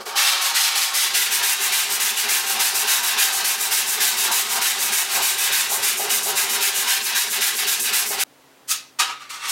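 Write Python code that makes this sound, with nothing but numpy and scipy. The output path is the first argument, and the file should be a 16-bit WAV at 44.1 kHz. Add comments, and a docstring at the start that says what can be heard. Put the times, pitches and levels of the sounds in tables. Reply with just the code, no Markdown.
"""A long sanding block, pulled and pushed by hand, rasps on body filler on a steel truck in a garage.
It starts on the cab side, then moves to a hollow bed rail that drones under it. Each sound is shaped noise:
pressure makes the rasp and shakes the steel, and the hiss follows the speed of each stroke. Bumps shudder.
Then the scene changes abruptly: a spreader swipes filler over a ringing steel panel, above a faint hum."""
import sys
import numpy as np
from scipy import signal
from scipy.fft import rfft, irfft, next_fast_len
from scipy.io import wavfile
from scipy.ndimage import uniform_filter1d, map_coordinates

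SR = 44100
rng = np.random.default_rng(int(sys.argv[2]) if len(sys.argv) > 2 else 0)


def master_out(mix):
    """Clip the mix to full scale and print it as 16-bit PCM to the path in sys.argv[1]."""
    frames = np.transpose(np.atleast_2d(mix))
    ceiling = np.clip(frames, -1, 1)
    pcm = np.round(ceiling * 32767).astype(np.int16)
    wavfile.write(sys.argv[1], SR, pcm)


N = 419387
TIME = np.arange(N) / SR
FFT_SIZE = next_fast_len(N + 8192)  # spare room, so that filtering does not wrap around
HZ = np.fft.rfftfreq(FFT_SIZE, 1 / SR)
RAIL_START, SPREAD_START = 1.15, 8.237  # s
TOP_HZ = 15830  # nothing is kept from here up

# Sanding strokes, pull and push in turn.
# Columns: turn t/s, time to full speed t/s, base hiss level/dB, base rasp level/dB
STROKES = [(0.0, 0.012, -49, -38), (0.049, 0.017, -38.5, -33.5), (0.141, 0.042, -25.5, -20),
           (0.405, 0.021, -26.5, -23), (0.534, 0.034, -25, -20.5), (0.745, 0.025, -26.5, -23.5),
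           (0.925, 0.04, -24.0, -22), (1.122, 0.049, -24.0, -20), (1.293, 0.058, -24.5, -22),
           (1.417, 0.03, -24, -22.0), (1.584, 0.076, -24.0, -22.5), (1.714, 0.016, -25.0, -21.5),
           (1.872, 0.08, -25.5, -24.5), (1.993, 0.018, -25.0, -22.5), (2.148, 0.05, -25.5, -23),
           (2.274, 0.035, -24.0, -21.5), (2.444, 0.064, -25.5, -24.0), (2.579, 0.043, -23.5, -21.0),
           (2.732, 0.036, -24.0, -23.5), (2.856, 0.047, -23, -21.0), (3.024, 0.022, -26.0, -22.5),
           (3.16, 0.059, -22.5, -20), (3.312, 0.036, -25.5, -24.5), (3.434, 0.025, -24.5, -23),
           (3.58, 0.044, -25.5, -26), (3.702, 0.023, -23.5, -22), (3.855, 0.045, -25.5, -25),
           (3.994, 0.023, -23.5, -21.5), (4.155, 0.048, -24.5, -23.0), (4.307, 0.022, -24.0, -23.0),
           (4.467, 0.079, -25.5, -24.0), (4.608, 0.02, -24.5, -22), (4.762, 0.093, -24, -24.5),
           (4.912, 0.025, -24.5, -23.5), (5.073, 0.13, -22.5, -23.0), (5.211, 0.029, -23.5, -22.5),
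           (5.368, 0.034, -24.5, -22.5), (5.511, 0.026, -24.5, -22.0), (5.674, 0.06, -25.0, -26.5),
           (5.806, 0.054, -23.5, -22.0), (5.961, 0.031, -27.0, -27), (6.083, 0.038, -23.5, -23.0),
           (6.223, 0.022, -26, -26.5), (6.342, 0.041, -24, -22.0), (6.48, 0.039, -24.5, -23.5),
           (6.593, 0.05, -23.5, -21.5), (6.726, 0.059, -24.0, -23.5), (6.858, 0.047, -24.5, -20),
           (7.005, 0.073, -26.5, -23.5), (7.137, 0.039, -24.5, -21.5), (7.273, 0.09, -26, -24),
           (7.399, 0.031, -24.0, -21.5), (7.534, 0.076, -27, -23.5), (7.658, 0.026, -24.5, -22.5),
           (7.789, 0.022, -25.5, -23.5), (7.919, 0.03, -23.5, -22.5), (8.055, 0.018, -28, -26.5),
           (8.179, 0.035, -25.0, -24)]
# Spreader swipes. Columns: start t/s, rise t/s, time to fade by 60 dB t/s (treble fades faster),
# base level/dB, brightness/(dB per octave), how freely the panel rings/(0-1)
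SWIPES = [(8.672, .044, 0.31, -16.5, 6, 0.8), (8.987, 0.015, 0.13, -14.5, 1.1, 0.9),
          (9.0, .022, 0.42, -21, -0.5, 1), (9.06, .05, 0.2, -32.5, -3.5, 1),
          (9.19, 0.032, 0.44, -40.5, -1.5, 0.6), (9.292, 0.015, 0.39, -31.5, 2, .35),
          (9.325, 0.021, 0.55, -37, 0.5, 0.8), (9.375, 0.083, .6, -27, -0.5, 1),
          (9.47, 0.044, .3, -20.5, 6, 0.4)]
# Broad colour of each steel part under the tool. Columns: f/Hz, relative level per Hz/dB
CAB_COLOUR = [(30, -46), (100, -43), (290, -57), (550, -28.5), (800, -44), (1200, -4), (4000, -1),
              (8000, -4), (13000, -8), (15800, -17)]
RAIL_COLOUR = [(30, -43), (60, -45), (110, -33.5), (300, -39.5), (600, -28), (800, -17), (2500, -1.5),
               (4500, -0.5), (9000, 0.5), (13000, 1), (15800, -5)]
PANEL_COLOUR = [(60, -47), (300, -23), (620, -17.5), (780, -9), (1100, 0.5), (2500, -0.5), (5500, -3),
                (9000, -7), (15800, -21)]
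# Resonances of each part; the panel's lift is for free ringing. Columns: f/Hz, width/Hz, lift/dB
CAB_MODES = [(222, 59, 26), (379, 130, 27.5), (570, 35, 11.5), (730, 142, 25), (808, 73, 27.5),
             (919, 69, 24.5), (1085, 53, 13.5), (2270, 34, 6.5), (2721, 56, 3.5)]
RAIL_MODES = [(118, 60, 10.3), (158.4, 8.8, 10.5), (227, 77, 24), (282, 16, 6.1), (361.5, 112, 14),
              (414, 112, 21.8), (557, 53, 12.7), (715, 213, 16.4), (783.3, 11, 11.4), (888, 100, 10.8),
              (961.6, 30, 14), (1071, 48, 12.7), (1179, 147, 7.6), (1260, 51, 8.6), (1391, 16, 12.6),
              (1570, 256, 11.5), (1758, 63, 5.2), (1987, 166, 6.7), (2191, 22, 8.9), (2393, 72, 5.5),
              (2567, 39, 7.4), (2737, 25, 6.3), (2920, 410, 3.5), (3526, 36, 4.3), (3814, 160, 5.6),
              (5900, 33, 3.9)]
PANEL_MODES = [(360, 40, 12), (572, 27, 7), (780, 30, 8), (945, 45, 9), (1180, 40, 6), (1272, 32, 17),
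               (2290, 26, 6), (2580, 50, 8), (2840, 32, 6), (3650, 30, 8)]
# Colour of the garage air. Columns: f/Hz, relative level per Hz/dB
AIR_COLOUR = [(18, -77), (30, -43), (64, -16), (100, -21), (133, -12), (213, -14.5), (270, -8), (432, -8.5),
              (921, -10.5), (10200, -25), (15500, -27)]
# Tones of the faint hum, which waver around these values. Columns: f/Hz, level/dB
HUM_TONES = [(134, -72.5), (269, -67.5)]
# The block bumps on the steel as it turns. Columns: t/s, base level/dB
BUMPS = [(.06, -35), (1.15, -41), (2.262, -35), (3.705, -41), (5.713, -31), (5.993, -27.5), (6.05, -37.5),
         (6.259, -28), (8.105, -31.5)]
# Colour of the dull answer to a bump. Columns: f/Hz, relative level per Hz/dB
THUD_COLOUR = [(60, -43), (200, -39), (350, -20), (420, 5), (500, -13), (650, -4), (830, 3), (1000, -24),
               (2000, -23), (6000, -45)]
# How readily the steel under the block shakes. 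Columns: t/s, base scrape level/dB, base drone level/dB
SHEET_GIVE = [(0.0, -39, -38.5), (0.12, -34.5, -48), (0.2, -28, -47.5), (0.55, -31.5, -51.0),
              (1.2, -36.5, -46.5), (1.6, -33.5, -50.0), (2.1, -36, -48), (2.6, -32.5, -45.5),
              (3.3, -32, -47), (3.7, -35, -47.5), (4.4, -33, -46.0), (5.3, -34, -46), (5.9, -34.5, -44),
              (6.4, -33, -42), (7.1, -35.5, -48.0), (7.7, -36.5, -46), (8.22, -35, -44.5)]
# The block rides up near a turn and loses its bite. Columns: t/s, loss of rasp and scrape level/dB
SKIPS = [(.045, 9), (5.986, 4.5), (6.245, 4), (7.043, 7), (7.309, 7), (7.567, 6), (7.826, 11), (8.096, 8)]
# The block digs in at the end of a pull and shakes the rail. Columns: t/s, gain of scrape level/dB
DIGS = [(2.6, 3), (4.3, 7), (4.585, 5.5), (5.185, 7)]

# How a stroke moves
LAST_TURN_S = 8.33  # where the last push would end
PUSH_BRAKE, PULL_BRAKE = 3.1, 3.8  # the higher, the later in the stroke the block slows
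STICK_SHARE = 0.22  # share of the run-up for which the paper sticks before it slides
JERK_DB, JERK_S = 0.5, 0.055  # extra bite as a push breaks free, and its fading time
# How much is lost when the block stands still; no weight rests on it on the upright cab side
RASP_SPEED_DB, CAB_RASP_SPEED_DB, HISS_SPEED_DB, FIZZ_SPEED_DB = 3, 5, 9, 13.5
RASP_REACH_DB, SCRAPE_REACH_DB = 3.5, 3  # lost at arm's length on the rail: less weight on the block
PUSH_DAMPING_DB = 5.5  # most that the pushed block can take from the drone
SKIP_S, DIG_S = 0.018, 0.043  # spread of each skip and dig to either side
DIG_DRONE_SHARE = 0.53  # share of a dig's dB gain that reaches the drone
HEAVE_DB, HEAVE_S = 4.5, 0.025  # the rail booms as weight comes on for a push: lift, spread either side


def amp(db):
    """Turn decibels into a gain."""
    return 10 ** (np.asarray(db) / 20)


def unit(x):
    """Scale a signal to an rms level of 1."""
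    return x / np.sqrt(np.mean(x ** 2) + 1e-20)


def curves(rows):
    """Join the table rows by straight lines: one curve for each column after the time."""
    seconds, *columns = np.transpose(rows)
    return [np.interp(TIME, seconds, column) for column in columns]


def swells(rows, spread_s):
    """Add up bell-shaped swells in dB, one for each row of time and height."""
    return sum(db * np.exp(-np.minimum(((TIME - s) / spread_s) ** 2, 20)) for s, db in rows)


def wobble(rate):
    """Draw a smooth random curve with the given number of random points a second."""
    knots = rng.standard_normal(int(N * rate / SR) + 4)
    return map_coordinates(knots, [TIME * rate])


def filtered(x, gain):
    """Apply a gain to each frequency in HZ."""
    return irfft(rfft(x, FFT_SIZE) * gain, FFT_SIZE)[:N]


def colour(points, modes=()):
    """Give the gain of a broad spectrum with resonances standing on it."""
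    hz, db = np.transpose(points)
    lift = sum(lift_db / (1 + (2 * (HZ - centre) / width) ** 2) for centre, width, lift_db in modes)
    return amp(np.interp(np.log(HZ + 1), np.log(hz), db) + lift)


def below(edge_hz, order=8):
    """Give the gain of a filter that keeps what lies below the edge."""
    return 1 / np.sqrt(1 + (HZ / edge_hz) ** (2 * order))


def above(edge_hz, order=8):
    """Give the gain that keeps the power which below() takes away."""
    return np.sqrt(1 - below(edge_hz, order=order) ** 2)


def grit(catches, share):
    """Mix countless fine scratches with coarse grains that catch so many times a second on average."""
    coarse = rng.standard_normal(N) * (rng.random(N) < catches / SR)
    return np.sqrt(1 - share) * rng.standard_normal(N) + np.sqrt(share) * unit(coarse)


def sheet(x, depth_db, size=2048):
    """Let the moving tool favour ever different ones among the sheet's many close resonances."""
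    spectrum = signal.stft(x, nperseg=size)[2]
    field = rng.standard_normal(spectrum.shape)
    field = uniform_filter1d(field, size=2, axis=0)  # smooth over frequency
    field = uniform_filter1d(field, size=7, axis=1)  # smooth over time
    return signal.istft(spectrum * amp(depth_db * unit(field)), nperseg=size)[1][:N]


def garage():
    """Quiet air is coloured noise; a slightly unsteady hum joins it where the filler is spread."""
    noise = filtered(rng.standard_normal(N), colour(AIR_COLOUR))
    air = amp(-53.5 + 0.17 * wobble(5)) * unit(noise)
    hum = np.zeros(N)
    for hz, db in HUM_TONES:
        level = amp(db + 2.0 * wobble(4)) * np.sqrt(2)  # sqrt(2) turns rms into peak
        hum += level * np.sin(2 * np.pi * hz * TIME + 0.5 * wobble(5.2))
    return np.where(TIME < SPREAD_START, amp(-2.5) * air, air + hum)


def spreader():
    """Each swipe swells as the blade drags, then rings out, the treble dying first; the room lingers."""
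    drag, out = sheet(grit(3000, 0.17), depth_db=4.0, size=4096), np.zeros(N)
    octaves = np.log2(np.maximum(HZ, 1000) / 3000)
    treble_gain = above(6200, order=3) ** 2
    for start, rise, t60, db, tilt_db, freedom in SWIPES:
        # the pressing hand damps the resonances
        modes = np.array(PANEL_MODES) * [1, 1, np.clip(freedom, 0, 1)]
        panel = colour(PANEL_COLOUR, modes)
        rub = unit(filtered(drag, panel * amp(tilt_db * octaves)))
        treble = filtered(rub, treble_gain)
        swell = np.clip((TIME - start) / rise, 0, 1) ** (0.51 + 25 * rise)  # quick swipes bite at once
        since = np.maximum(TIME - start - rise, 0)
        fade_db = -60 * since / t60
        body_ring = (rub - treble) * amp(fade_db)
        treble_ring = treble * amp(1.8 * fade_db)
        room = rub * amp(-31 - 60 * since / 0.57)
        out += amp(db) * swell * (body_ring + treble_ring + room)
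    return out


def bumps():
    """Each bump sets the sheet shuddering: dull noise that starts fast and dies away."""
    shudder = unit(filtered(rng.standard_normal(N), colour(THUD_COLOUR)))
    level = np.zeros(N)
    for start, db in BUMPS:
        since = np.maximum(TIME - start, 0)
        level += amp(db - 60 * since / 0.38) * (1 - np.exp(-since / 0.003))
    return level * shudder * (TIME < SPREAD_START)


def stroke_motion():
    """Give speed, reach of the arms and thrust (all 0-1), and the base hiss and rasp levels in dB."""
    turn, runup_s, hiss_db, rasp_db = np.transpose(STROKES)
    stroke = np.maximum(np.searchsorted(turn, TIME, side="right") - 1, 0)
    previous = np.maximum(stroke - 1, 0)
    since = np.maximum(TIME - turn[stroke], 0)
    length_s = np.diff(np.append(turn, LAST_TURN_S))
    progress = np.clip(since / length_s[stroke], 0, 1)

    on_rail = TIME >= RAIL_START
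    pushing = (stroke % 2 == 1) | ~on_rail  # on the upright cab side both directions go like a push
    sliding = np.clip((since / runup_s[stroke] - STICK_SHARE) / (1 - STICK_SHARE), 0, 1)
    runup = 1 - (1 - sliding) ** 3
    brake = np.where(pushing, PUSH_BRAKE, PULL_BRAKE)
    speed = runup * np.cos(np.pi / 2 * progress ** brake) ** 2
    reach = np.where(pushing, progress, 1 - progress) * on_rail
    thrust = pushing * speed * progress
    jerk_db = JERK_DB * pushing * np.exp(-since / JERK_S)

    def glide(db):
        """Let each stroke take over from the one before during its run-up."""
        return db[previous] * (1 - runup) + (db[stroke] + jerk_db) * runup

    return speed, reach, thrust, glide(hiss_db), glide(rasp_db)


def steel_levels(reach, thrust, skip_db):
    """Give scrape and drone in dB: steel shakes more near the body, where weight bears on the block."""
    scrape_db, drone_db = curves(SHEET_GIVE)
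    dig_db = swells(DIGS, DIG_S)
    pushes = [(s, HEAVE_DB) for s, *_ in STROKES[1::2] if s > RAIL_START]
    heave_db = swells(pushes, HEAVE_S)
    scrape_db = scrape_db + dig_db - skip_db - SCRAPE_REACH_DB * reach
    drone_db = drone_db + DIG_DRONE_SHARE * dig_db + heave_db - PUSH_DAMPING_DB * thrust
    return scrape_db, drone_db


def rubbed(drive, band):
    """Give one band of the steel's answer to the grit: first the cab side, then the rail."""
    cab = unit(filtered(drive, colour(CAB_COLOUR, CAB_MODES) * band))
    rail = unit(filtered(drive, colour(RAIL_COLOUR, RAIL_MODES) * band))
    return np.where(TIME < RAIL_START, cab, rail)


def sanding():
    """Pressure shakes the sheet and makes the rasp; speed makes the hiss and brightens it."""
    speed, reach, thrust, hiss_db, rasp_db = stroke_motion()
    slack = 1 - speed
    skip_db = swells(SKIPS, SKIP_S)
    rasp_speed_db = np.where(TIME < RAIL_START, CAB_RASP_SPEED_DB, RASP_SPEED_DB)
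    bite_db = rasp_db - rasp_speed_db * slack - RASP_REACH_DB * reach - skip_db
    scrape_db, drone_db = steel_levels(reach, thrust, skip_db)
    judder_db = 0.72 * wobble(70)  # the paper grips unevenly
    boom_db = 1.25 * wobble(25)  # the drone comes and goes

    # five bands, from the lowest to the highest
    drone = rubbed(sheet(grit(600, 0.046), depth_db=1.3), below(575))
    drone *= amp(drone_db + boom_db + 0.6)

    scrape = rubbed(sheet(grit(1400, 0.075), depth_db=1.5), above(550) * below(1437))
    scrape *= amp(scrape_db + judder_db + 0.8)

    contact = sheet(grit(2800, 0.15), depth_db=0.62, size=256)  # the shifting contact recolours the rasp
    rasp_tilt = amp(1.2 * np.log2(1 + HZ / 1500))
    rasp = rubbed(sheet(contact, depth_db=2.5), above(1480) * below(5480, order=5) * rasp_tilt)
    rasp *= amp(bite_db + judder_db + 0.54)

    hiss_band = above(5550, order=5) * below(9300, order=4)
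    hiss = rubbed(sheet(grit(4000, 0.2), depth_db=2.5), hiss_band)
    hiss *= amp(hiss_db + judder_db - HISS_SPEED_DB * slack + 0.84)

    fizz = rubbed(sheet(grit(4500, 0.25), depth_db=2.0), above(9400, order=4))
    fizz *= amp(hiss_db + judder_db - FIZZ_SPEED_DB * slack + 0.6)
    return (drone + scrape + rasp + hiss + fizz) * (TIME < SPREAD_START)


def scene():
    """Add up all sources and put the same signal in both channels."""
    return np.tile(garage() + spreader() + bumps() + sanding(), (2, 1))


def record(dry):
    """Keep only the frequencies below the upper limit."""
    return np.array([filtered(channel, HZ < TOP_HZ) for channel in dry])


dry = scene()
out = record(dry)
master_out(out)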